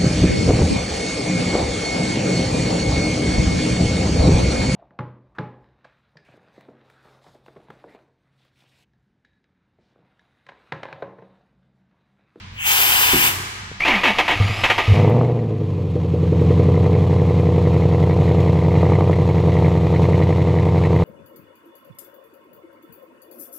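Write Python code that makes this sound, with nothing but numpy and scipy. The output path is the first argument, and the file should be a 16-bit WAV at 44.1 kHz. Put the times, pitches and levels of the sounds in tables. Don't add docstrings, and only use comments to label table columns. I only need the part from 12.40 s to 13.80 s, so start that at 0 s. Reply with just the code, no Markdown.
import sys
import numpy as np
from scipy import signal
from scipy.fft import rfft, irfft
from scipy.io import wavfile

SR = 44100
rng = np.random.default_rng(int(sys.argv[2]) if len(sys.argv) > 2 else 0)


def master(y):
    cut = np.clip(np.atleast_2d(y).T, -1, 1)
    pcm = np.round(cut * 32767)
    wavfile.write(sys.argv[1], SR, pcm.astype(np.int16))


N = 61740
TIME, HZ = np.arange(N) / SR, np.fft.rfftfreq(N, 1 / SR)

# (frequency [Hz], relative level [dB])
ROOM_TONE = [(25, -7), (45, 1), (95, -3), (140, -6.5), (210, -1.5), (300, -29), (600, -25.5), (2000, -18.5),
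             (6000, -32), (11000, -58), (15000, -64)]
# (frequency [Hz], relative level [dB])
DRONE_TONES = [(95.2, 0), (124.5, -7)]
# (time [s], level [dB])
DRONE_LEVEL = [(0, -49.5), (.14, -41.5), (.31, -45.5), (.37, -49.5), (.52, -42), (.8, -41.5), (.93, -37.5),
               (1.02, -35), (1.09, -48), (1.2, -44), (1.43, -46.5)]
# (frequency [Hz], relative level [dB])
LINGER_COLOUR = [(300, -1.5), (600, -16), (1000, 1.5), (2000, -1), (3000, -0.5), (4500, -5.5),
                 (7000, -17), (10000, -30), (12000, -47)]
# (frequency [Hz], t60 [s])
HALL_DECAY = [(150, 0.5), (500, 1.5), (1200, 2.2), (2300, 2.2), (4500, 2.2), (8000, 1.08), (12000, 0.66),
              (16000, 0.47)]
# (frequency [Hz], level [dB])
HALL_COLOUR = [(150, 8.5), (750, -3.5), (1200, 1), (1900, -2.5), (3000, -4), (5500, -4.5), (9000, -1.5),
               (12500, -5), (15500, -4)]
# (frequency [Hz], correlation)
HALL_LIKENESS = [(150, 0.89), (650, .75), (950, 0.27), (1350, -0.65), (2100, 0.22), (4000, -0.11)]
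# (frequency [Hz], relative level [dB], t60 [s])
KNOCK_RING = [(150, -3, .07), (270, -5, .025), (420, 0, .018), (1300, -12, .015)]
# (frequency [Hz], relative level [dB], t60 [s])
BENCH_MODES = [(72, -8, 0.06), (131.3, -12.5, 0.45), (208.4, -8, 0.13), (277.4, 0, 0.068),
               (362.3, -3, 0.14), (414, -17, 0.063), (1002, -15, 0.15)]
# (time [s], level [dB], contact time [s])
RAM_BLOWS = [(0.7336, -9, 0.0024), (0.746, -11, 0.0045), (0.76, -23, 0.00053), (.988, -31.5, 0.0031),
             (1.021, -37, 0.006)]
# (delay [s], level [dB])
REFLECTIONS = [(.0023, -27.5), (.00698, -15), (0.0173, -18)]
# (frequency [Hz], left minus right [dB])
AIR_BALANCE = [(250, -1), (700, -4.5), (1200, -.5), (2500, 1.5), (5500, 1), (9000, 7), (14000, 4.5)]
# (frequency [Hz], correlation)
AIR_LIKENESS = [(300, .95), (800, 1), (1700, .97), (2050, .5), (2500, .97), (3400, .85), (4200, .3),
                (4900, .65), (6000, .4), (9000, .55), (12300, .7), (15500, .6)]
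# (time [s], level [dB])
TREBLE_SWELL = [(.27, -1), (.37, -1.5), (.42, 1), (.52, -0.5), (.66, 0), (.74, -1.5), (.8, 2), (.885, 3),
                (.93, -2.5)]
# (time [s], level [dB])
SEEP_LEVEL = [(.09, -60), (.15, -45), (.175, -30.5), (.205, -23), (.228, -21), (.255, -16), (.31, -17),
              (.38, -32)]
# (frequency [Hz], relative level [dB])
SEEP_SPECTRUM = [(400, -57), (640, -33), (900, -14.5), (1300, -16), (1700, -6.5), (2100, -6), (2600, 1.5),
                 (3200, -3.5), (4200, -40), (5400, -23), (6400, -10), (9200, -19.5), (11400, -23),
                 (13500, -26), (15700, -5)]
# (frequency [Hz], half width [Hz], early level [dB], late level [dB])
PORT_RESONANCES = [(786, 40, -39, -35), (902, 79, -32, -41), (1008, 104, -40, -29.5),
                   (1624, 350, -29.5, -26), (2490, 240, -23.5, -22.5), (2860, 150, -28, -23.5),
                   (3122, 89, -25, -29.5), (3524, 230, -30.5, -31), (4915, 170, -37, -34),
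                   (6640, 50, -28.5, -72), (9180, 130, -31.5, -37), (12400, 580, -23.5, -28),
                   (15130, 410, -21.5, -24)]
# (time [s], relative level [dB])
VALVE_FLOW = [(.19, -45), (.235, -22), (.27, -3.5), (.32, -.5), (.38, 0), (.415, 0), (.5, -0.5), (.6, 0),
              (.72, -0.5), (.8, -2), (.878, -1), (.9, -6.5), (.925, -13), (.96, -17)]
# (frequency [Hz], relative level [dB])
JET_COLOUR = [(120, -38), (250, -17.5), (400, -7.5), (560, -12), (800, -5), (1250, -0.5), (2100, 3),
              (3300, 0), (4300, -2.5), (6000, -2.5), (7500, -3), (10500, -5), (13500, -1), (15800, -12)]


def amp(db):
    return 10 ** (np.asarray(db) / 20)


def unit(x):
    return x / np.sqrt(np.mean(x ** 2) + 1e-20)


def read(points, hz=HZ):
    f, value = np.transpose(points)
    return np.interp(np.log(hz + 1), np.log(f + 1), value)


def level(points):
    return amp(np.interp(TIME, *np.transpose(points), left=-np.inf, right=-np.inf))


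def wander(seconds):
    return unit(irfft(rfft(rng.standard_normal(N)) * np.exp(-(HZ * seconds) ** 2) * (HZ > 0), N))


def pan(db):
    return amp(np.array([db, -db]).reshape(2, -1) / 2)


def noise(colour, likeness):
    left, other = rfft(rng.standard_normal((2, N)))
    likeness = np.clip(likeness, -1, 1)
    right = likeness * left + np.sqrt(1 - likeness ** 2) * other
    return unit(irfft(np.array([left, right]) * colour, N))


def strike(modes, start, db, contact_s):
    t = np.maximum(TIME - start, 0)
    ring = sum(amp(mode_db - 60 * t / t60) * np.sin(2 * np.pi * hz * t) for hz, mode_db, t60 in modes)
    return amp(db) * ring * (1 - np.exp(-t / contact_s))


def workshop(waver_db=1.2, drift_rad=0.72, fade_db_per_s=22):
    drone = 0
    for hz, db in DRONE_TONES:
        gain = amp(db + waver_db * wander(0.063))
        drone += gain * np.sin(2 * np.pi * (hz * TIME + rng.random()) + drift_rad * wander(0.1))
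    drone *= np.sqrt(2) * level(DRONE_LEVEL)
    room = amp(-43.5) * noise(amp(read(ROOM_TONE)), likeness=0.99 / (1 + (HZ / 700) ** 2))
    linger = amp(-42.5 - fade_db_per_s * TIME) * noise(amp(read(LINGER_COLOUR)), read(HALL_LIKENESS))
    return pan(db=-1) * (room + drone) + linger


def hall(x, delay_s=0.019):
    hz, t, bands = signal.stft(noise(1, read(HALL_LIKENESS)), SR, nperseg=256)
    t60 = read(HALL_DECAY, hz)[:, None]
    decay = amp(read(HALL_COLOUR, hz)[:, None] - 60 * t / t60)
    equal_energy = np.sqrt(2 * np.log(1000) / (t60 * SR))
    tail = signal.istft(bands * decay * equal_energy, SR, nperseg=256)[1][:, :N]
    fade_in = np.clip(TIME / delay_s - .5, 0, 1)
    return signal.fftconvolve(x[None], tail * fade_in, axes=1)[:, :N]


def knock():
    return strike(KNOCK_RING, start=1.3155, db=-25.5, contact_s=.0004)


def ram():
    return pan(db=-3) * sum(strike(BENCH_MODES, *blow) for blow in RAM_BLOWS)


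def air_at_mics(colour, right_late_s=0.00023):
    echoes = 1 + sum(amp(db) * np.exp(-2j * np.pi * HZ * delay) for delay, db in REFLECTIONS)
    arrival = np.exp(-2j * np.pi * np.outer([0, right_late_s], HZ))
    return noise(echoes * pan(read(AIR_BALANCE)) * arrival * colour, read(AIR_LIKENESS))


def shimmer(x, above_hz=6800):
    treble = irfft(rfft(x) / (1 + (above_hz / (HZ + 1)) ** 8), N)
    return x + treble * (amp(np.interp(TIME, *np.transpose(TREBLE_SWELL))) - 1)


def valve_seep(split_hz=4200, treble_late_s=0.028):
    hiss = air_at_mics(amp(read(SEEP_SPECTRUM)))
    treble = irfft(rfft(hiss) * (HZ > split_hz), N)
    return level(SEEP_LEVEL) * (hiss - treble) + level(np.add(SEEP_LEVEL, [treble_late_s, 0])) * treble


def exhaust_port(flow, midpoint_s=0.49, shift_s=0.44, waver_db=1.5):
    progress = np.clip((TIME - midpoint_s) / shift_s + .5, 0, 1)
    ring = 0
    for hz, width, early_db, late_db in PORT_RESONANCES:
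        gain = amp(early_db + (late_db - early_db) * progress + waver_db * wander(0.03))
        ring += gain * air_at_mics(1 / (1 + ((HZ - hz) / width) ** 2))
    return shimmer(flow * ring)


def air_jet(flow):
    return shimmer(flow * amp(-18.5) * air_at_mics(amp(read(JET_COLOUR))))


def scene(flutter_db=0.52):
    flow = level(VALVE_FLOW) * amp(flutter_db * wander(0.017))
    jet = air_jet(flow)
    port = exhaust_port(flow) + valve_seep()
    thud = ram()
    into_hall = jet + amp(-16.5) * port + amp(-11) * thud
    return jet + port + thud + knock() + hall(into_hall[1]) + workshop()


def record(dry, edge_hz=15900):
    lowpass = signal.firwin(511, edge_hz, window=("kaiser", 9), fs=SR)
    return signal.oaconvolve(dry, lowpass[None], "same")


dry = scene()
out = record(dry)
master(out)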